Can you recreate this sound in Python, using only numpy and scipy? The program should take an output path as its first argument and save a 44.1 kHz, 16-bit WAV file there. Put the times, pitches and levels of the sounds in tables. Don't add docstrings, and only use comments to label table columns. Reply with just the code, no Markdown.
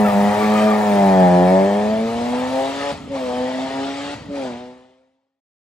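import sys
import numpy as np
from scipy import signal
from scipy.fft import rfft, irfft, next_fast_len
from scipy.io import wavfile
from scipy.ndimage import uniform_filter1d

SR = 44100
rng = np.random.default_rng(int(sys.argv[2]) if len(sys.argv) > 2 else 0)


def to_wav(s):
    ch = np.atleast_2d(s).T
    pcm = np.round(np.clip(ch, -1, 1) * 32767)
    wavfile.write(sys.argv[1], SR, pcm.astype(np.int16))


def gain_from_db(level_db):
    decades = np.asarray(level_db, float) / 20
    return 10 ** decades


N = 250047

# time_s, crank_hz
CRANK_SPEED = [(0.0, 105.7), (0.15, 100.6), (0.46, 106.3), (0.69, 106.9), (0.85, 104.7), (1.3, 89.15),
               (1.42, 89.2), (1.83, 105.2), (2.58, 132.2), (2.86, 142.3), (3.13, 139.0), (3.19, 130.7),
               (3.3, 123.3), (4.19, 145.3), (4.36, 140.8), (4.53, 119.1), (4.63, 124.4), (5.38, 135.4)]
# lift_s, pick_up_s, clutch_wait_s
GEAR_CHANGES = [
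    (2.915, 3.098, 0.038),
    (4.142, 4.287, 0.08),
]
# time_s, level_db, tailpipe_aim_db, brightness_db, cylinder_unevenness_db
EXHAUST_DRIVE = [(0, -15, -10.5, 1.5, -15), (.45, -14.5, -11, 2, -5.5), (.85, -18, -8, 1.5, -5),
                 (1.05, -15, -6, -1.5, 1.5), (1.25, -13.5, -8.5, 0.5, 4), (1.55, -15, -3.5, -5.5, 3.5),
                 (1.8, -23, -1.5, -2.5, -4), (2.05, -19.5, -6.5, -10.5, -2.5), (2.4, -23.5, -8, 2.5, -8.5),
                 (2.65, -28.5, 5.5, -8, 6.5), (2.92, -31, 2.5, 3.5, 13.5), (3.15, -29.5, 2, -11, 0),
                 (3.45, -26.5, -2, -2.5, -3), (3.8, -25, -5, -2.5, 2.5), (4.1, -32.5, -3, -19, 2),
                 (4.4, -30, -6, -9, 7), (4.7, -30.5, -5, 0.5, 11.5), (5.2, -31.5, -7.5, -4, -5)]
# multiple_of_crank, level_re_lead_db, unsteadiness_db
CRANK_ORDERS = [(1, -23.5, 0), (1.5, -36.5, -3), (2, -1, 1), (3, -16.5, 2.4), (4, 2, 1.6), (5, -5.5, 1.8),
                (6, -1.5, 2)]
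# freq_hz, gain_db
HEADER_GAIN = [(350, -6.5), (410, -2.5), (470, -2), (530, 2), (580, -1.5), (650, 3.5), (750, -4), (870, -5)]
# freq_hz, gain_db
PIPE_GAIN = [(600, 4), (830, -4.5), (960, -7), (1060, -15.5), (1300, -25), (1520, -26), (1800, -16),
             (2100, -34.5), (2600, -27)]
# time_s, freq_hz, gain_db, half_length_s
PASSING_DIPS = [(0.115, 202, -7, 0.037), (0.115, 416, -9.5, 0.039), (1.216, 823, 6.5, 0.17),
                (0.375, 208, -8, .07), (0.346, 422, -2, 0.031), (0.398, 528, -10, 0.03),
                (.45, 638, -8.5, 0.034), (0.64, 614, 4.5, 0.053), (0.645, 855, -16, 0.026),
                (1.03, 479.7, -16, 0.088), (1.592, 610, 9.5, 0.088), (2.124, 232, -6, 0.068),
                (2.265, 487, -6.5, 0.059), (2.465, 646, -10, .06), (2.332, 736, -15, 0.026),
                (2.5, 520, -8, 0.053), (2.6, 532, 2, 0.031), (2.726, 556.2, -14, 0.087),
                (2.74, 836, -13, 0.069), (3.147, 550, 3.5, 0.033), (3.19, 525, -16, .02),
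                (3.23, 769, -22, 0.051), (3.562, 779, -19, 0.057), (3.691, 264.5, -7, 0.036),
                (3.9, 555, -8, 0.065), (3.94, 685, -1, 0.048), (3.7, 530, -10, 0.23),
                (4.125, 575, -5, 0.035), (4.563, 490, -6, 0.049), (2.3, 706, 1.5, 0.11)]
# time_s, gas_force_db, pipe_boom_db, road_roughness_db
GAS_AND_ROAD = [(0, -42, -1, 0.5), (.1, -41, -1, 4), (.4, -38, -3.5, 2.5), (.6, -36.5, -4, 0),
                (.8, -40, -0.5, -2.5), (1.05, -38.5, 1, 1.5), (1.3, -41, -0.5, -0.5),
                (1.6, -40.5, -0.5, -4), (1.9, -42, 0, 3.5), (2.2, -40.5, 0, 5), (2.45, -39.5, 3, 1.5),
                (2.9, -34.5, -4, -2.5), (3.2, -41.5, 3, 3), (3.5, -39.5, -1, 0.5), (4.1, -36.5, -4.5, -1),
                (4.4, -42, 3.5, 1.5), (4.6, -42.5, -1.5, 2), (5, -43, 0, 1)]
# freq_hz, level_db
RUMBLE_SPECTRUM = [(20, -37), (45, -12.5), (85, 7.5), (140, 1.5), (260, 8), (500, -50.5)]
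# freq_hz, level_db
ROAR_SPECTRUM = [(100, -30), (200, -8), (350, -1), (620, 5.5), (900, 3), (1250, -7), (1600, -22.5)]
# freq_hz, level_db
RASP_SPECTRUM = [(800, -31.5), (1250, 3), (1550, -6), (1900, 0.3), (2350, -3), (2800, -12), (3600, -49.5)]
# freq_hz, level_db
HISS_SPECTRUM = [(2200, -6), (3100, 1), (4500, -3), (6000, -9), (8200, -9), (11000, -23.5), (16000, -46)]
# freq_hz, likeness_0_to_1
CHANNEL_LIKENESS = [(60, 1), (180, 1), (550, 0.51), (1650, 1), (4970, 0.47), (15000, 0.29)]
# start_s, length_s, pitch_hz, glide_hz_per_s, level_db
TYRE_CHIRPS = [
    (0.038, 0.079, 1393, -3200, -28.5),
    (0.402, 0.16, 1173, -300, -29.5),
    (0.54, 0.064, 1245, -400, -23.5),
    (0.588, 0.053, 1201, -200, -24.5),
    (0.651, 0.081, 1195, 53, -23),
    (0.73, 0.043, 1237, -300, -25),
]
# time_s, level_db, pitch_hz, t60_s
PIPE_THUMPS = [
    (2.919, -27.5, 162.2, 0.11),
    (3.076, -24, 515, 0.022),
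    (3.097, -26, 104, 0.073),
    (4.152, -28, 109.5, 0.06),
    (4.215, -35.5, 151.3, .06),
    (4.286, -24.5, 189, 0.0505),
    (4.451, -20, 610, 0.031),
]
# freq_hz, left_minus_right_db
MIC_LEAN = [(40, 3.5), (150, -1.6), (350, -0.2), (700, 3), (1400, 2), (2800, 2.5), (5500, 3), (10000, -1.5)]
# freq_hz, left_lead_rad
MIC_LEAD = [(60, .05), (200, 0.28), (400, 0.51), (650, 0.46), (1000, 1), (2500, 0.94), (6000, 0.39)]
# low_hz, high_hz, open_share, gain_db
MID_BANDS = [(8300, 8650, .85, 3), (8650, 8850, .3, 1), (9300, 9600, .08, 1), (9640, 9810, 1.2, 13),
             (10000, 10400, .08, 1), (10450, 11280, .9, 3), (11950, 12420, .9, 5), (12600, 13500, .1, 1),
             (13850, 14280, .75, 6), (14400, 15000, .06, 1), (15050, 15780, .2, 3)]
# low_hz, high_hz, open_share, gain_db
SIDE_BANDS = [(8300, 9050, .2, 3), (9700, 10250, 1.1, 6), (10400, 11100, .08, 1), (11700, 12050, .85, 9),
              (12700, 13500, .75, 3), (13700, 14100, .08, 1), (14200, 14500, .5, 8)]


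def evened(x):
    return x / np.sqrt(np.mean(x ** 2) + 1e-20)


def read(points, hz):
    f, value = np.transpose(points)
    return np.interp(np.log(hz + 1), np.log(f + 1), value)


def curves(table):
    s, *columns = np.transpose(table)
    return [np.interp(np.arange(N) / SR, s, c) for c in columns]


def wander(hz, count):
    slow_rate_hz = 400
    white = rng.standard_normal((count, N * slow_rate_hz // SR + 100))
    slow = signal.lfilter(*signal.butter(2, hz / (slow_rate_hz / 2)), white)
    steps = np.arange(N) * slow_rate_hz / SR + 90
    return np.array([np.interp(steps, np.arange(len(row)), evened(row)) for row in slow])


def lifted(fall_s, rise_s, waits):
    t = np.arange(N) / SR
    shut = np.zeros(N)
    for lift_s, pick_s, bite_s in GEAR_CHANGES:
        closing = (t - lift_s) / fall_s
        opening = (pick_s + waits * bite_s - t) / rise_s + 0.5
        shut += np.clip(np.minimum(closing, opening), 0, 1)
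    return shut


def crank_turns():
    unevenness = 1 + 0.002 * wander(hz=20, count=1)[0]
    return np.cumsum(curves(CRANK_SPEED)[0] * unevenness) / SR


def passing_dip_db(hz):
    step, spread = 256, 0.091
    t = np.arange(0, N, step) / SR
    gain_db = np.zeros(len(t))
    for s, at_hz, db, half_s in PASSING_DIPS:
        off_time = (t - s) / half_s
        off_pitch = np.log(hz[::step] / at_hz) / spread
        gain_db += db * np.exp(-off_time ** 2 - off_pitch ** 2)
    return np.interp(np.arange(N) / SR, t, gain_db)


def exhaust(turns):
    top_order, rougher_per_s = 22, 0.08
    lift_firing_db, lift_upper_db = -13, -23.5
    hz = curves(CRANK_SPEED)[0]
    level, aim, bright, uneven = curves(EXHAUST_DRIVE)
    shut = lifted(fall_s=0.014, rise_s=0.034, waits=0)
    clutch_shut = lifted(fall_s=0.032, rise_s=0.047, waits=1) ** 0.4
    firing = level + lift_firing_db * shut
    upper = level + aim + lift_upper_db * shut
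    late = level + aim + lift_upper_db * clutch_shut
    rougher = 1 + rougher_per_s * np.arange(N) / SR

    orders = [*CRANK_ORDERS, *((k, 0, 1.4) for k in range(7, top_order + 1))]
    fades, slips, drifts, spreads = (wander(hz=f, count=len(orders)) for f in (5.6, 42, 1.35, 8.6))
    out = np.zeros((2, N))
    for (k, db, unsteady_db), fade, slip, drift, spread in zip(orders, fades, slips, drifts, spreads):
        if k < 2:
            lead = firing + 0.22 * uneven
        elif k == 2:
            lead = firing
        elif k == 3:
            lead = firing + uneven
        elif k == 4:
            lead = upper + read(HEADER_GAIN, k * hz)
        elif k <= 6:
            lead = late + read(HEADER_GAIN, k * hz)
        else:
            lead = late + bright + read(PIPE_GAIN, k * hz)
        order_db = lead + db + unsteady_db * rougher * fade
        if k < 10:
            order_db = order_db + passing_dip_db(k * hz)
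        phase = 2 * np.pi * k * turns + np.pi * (k == 2) + np.pi / 2 * (k % 2)
        phase = phase + k * slip / 30 + drift * min(k - 2, 3) / 6
        apart = 0.03 * k * spread * np.array([[1], [-1]])
        out += np.sqrt(2) * gain_from_db(order_db) * np.cos(phase + apart)
    return out


def noise(shape, patchy_db, size=8):
    air_db_per_s = 3
    hz = np.fft.rfftfreq(1024, 1 / SR)
    a, b, c, d, patches = rng.standard_normal((N // 256 + 5, 513, 5)).T
    patches = uniform_filter1d(patches, size=size, axis=0)
    patches = evened(uniform_filter1d(patches, size=10, axis=1))
    same = read(CHANNEL_LIKENESS, hz)[:, None]
    left = a + 1j * b
    right = same * left + np.sqrt(1 - same ** 2) * (c + 1j * d)
    z = np.array([left, right])
    frame_s = np.arange(z.shape[2]) * 256 / SR
    air_loss_db = air_db_per_s * np.outer((hz / 12000) ** 2, frame_s)
    z = z * gain_from_db(read(shape, hz)[:, None] + patchy_db * patches - air_loss_db)
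    return evened(signal.istft(z, nperseg=1024, noverlap=768)[1][:, :N])


def road_rumble():
    level_db, loss_db_per_s, lift_db = -38.5, -1.5, 6.5
    _, _, road = curves(GAS_AND_ROAD)
    shut = lifted(fall_s=0.011, rise_s=0.03, waits=0.4)
    rumble_db = level_db + road + loss_db_per_s * np.arange(N) / SR + lift_db * shut
    return gain_from_db(rumble_db) * noise(RUMBLE_SPECTRUM, patchy_db=0.0)


def gas_noise(turns):
    lift_gas_db, lift_roar_db, roar_db = -13, -9.5, 3
    slide_db, grip_s, grip_over_s = 8, 2.93, 2.54
    t = np.arange(N) / SR
    gas, boom, _ = curves(GAS_AND_ROAD)
    shut = lifted(fall_s=0.15, rise_s=0.072, waits=0.42) ** 0.56
    scrub = 2 + slide_db * np.clip((grip_s - t) / grip_over_s, 0, 1)
    pipe_db = gas + scrub + boom + roar_db + lift_roar_db * shut
    hiss_db = gas + lift_gas_db * shut
    rasp_db = hiss_db + scrub
    puffs = 1 + 0.11 * np.cos(4 * np.pi * turns) + 0.1 * np.cos(2 * np.pi * turns)
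    grit = gain_from_db(0.27 * wander(hz=39.6, count=1))
    roar = gain_from_db(pipe_db) * noise(ROAR_SPECTRUM, patchy_db=3.0) * puffs
    rasp = gain_from_db(rasp_db - 2.72) * noise(RASP_SPECTRUM, patchy_db=3.5, size=2) * puffs
    hiss = gain_from_db(hiss_db + 1.24) * noise(HISS_SPECTRUM, patchy_db=2.5, size=3) * grit * puffs ** 0.27
    return roar + rasp + hiss


def tyre_squeal(start_s, length_s, pitch_hz, glide_hz_per_s, level_db):
    octave_db, edge_s = -12, 0.015
    t = np.arange(N) / SR - start_s
    hz = pitch_hz + glide_hz_per_s * np.clip(t, 0, length_s)
    turns = np.cumsum(hz * (1 + 0.015 * wander(hz=40, count=1)[0])) / SR
    sliding = np.clip(np.minimum(t, length_s - t) / edge_s, 0, 1)
    tone = np.cos(2 * np.pi * turns) + gain_from_db(octave_db) * np.cos(4 * np.pi * turns)
    return sliding * gain_from_db(level_db + 3.9 * wander(hz=50, count=1)[0]) * tone


def pipe_thumps():
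    attack_s = 0.00083
    out = np.zeros(N)
    t = np.arange(SR // 4) / SR
    for s, db, hz, t60_s in PIPE_THUMPS:
        at = round(s * SR)
        ring = gain_from_db(db - 60 * t / t60_s) * np.sin(2 * np.pi * hz * t)
        out[at:at + len(t)] += ring * (1 - np.exp(-t / attack_s))
    return out


def scene():
    fade_s, fade_db_per_s, dive_db, end_s = 4.479, -58, -3, 5.405
    t = np.arange(N) / SR
    turns = crank_turns()
    mix = exhaust(turns) + road_rumble() + gas_noise(turns)
    mix = mix + sum(tyre_squeal(*row) for row in TYRE_CHIRPS) + pipe_thumps()
    late = np.maximum(t - fade_s, 0)
    mix = mix * gain_from_db(fade_db_per_s * late + dive_db * late ** 4)
    return mix * np.clip((end_s - t) / 0.01, 0, 1)


def thinned_treble(x, bands):
    floor_hz = 8300
    hz, _, z = signal.stft(x, SR, nperseg=2048)
    blocks = z.shape[1]
    treble_db = 10 * np.log10(np.mean(abs(z[hz > floor_hz]) ** 2, 0) + 1e-20)
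    spare = np.maximum(0.05 * (treble_db - np.median(treble_db)), -0.3)
    gain = (hz < floor_hz)[:, None] * np.ones(z.shape)
    for low_hz, high_hz, share, db in bands:
        chance = share + spare * min(1, 3 * share) * (low_hz / 12500) ** 3
        whole = uniform_filter1d(rng.random(blocks), size=2)
        in_band = np.flatnonzero((hz >= low_hz) & (hz < high_hz))
        for rows in np.array_split(in_band, 2):
            draw = 0.7 * whole + 0.3 * rng.random(blocks)
            gain[rows] = gain_from_db(db - 2.5) * (draw < 0.25 + chance / 2)
    return signal.istft(z * gain, SR, nperseg=2048)[1][:N]


def low_pass(x):
    return signal.sosfilt(signal.butter(12, 15950, fs=SR, output="sos"), x)


def record(dry):
    bass_cut_hz = 62
    size = next_fast_len(N + SR)
    hz = np.fft.rfftfreq(size, 1 / SR)
    lean = gain_from_db(read(MIC_LEAN, hz) / 2) * np.exp(0.5j * read(MIC_LEAD, hz))
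    bass_cut = 1 / np.sqrt(1 + (bass_cut_hz / (hz + 1)) ** 4)
    spectrum = rfft(dry, size, axis=1) * bass_cut * np.array([lean, 1 / lean])
    left, right = irfft(spectrum, size, axis=1)[:, :N]
    mid = thinned_treble((left + right) / 2, MID_BANDS)
    side = thinned_treble((left - right) / 2, SIDE_BANDS)
    return low_pass(np.array([mid + side, mid - side]))


dry = scene()
out = record(dry)
to_wav(out)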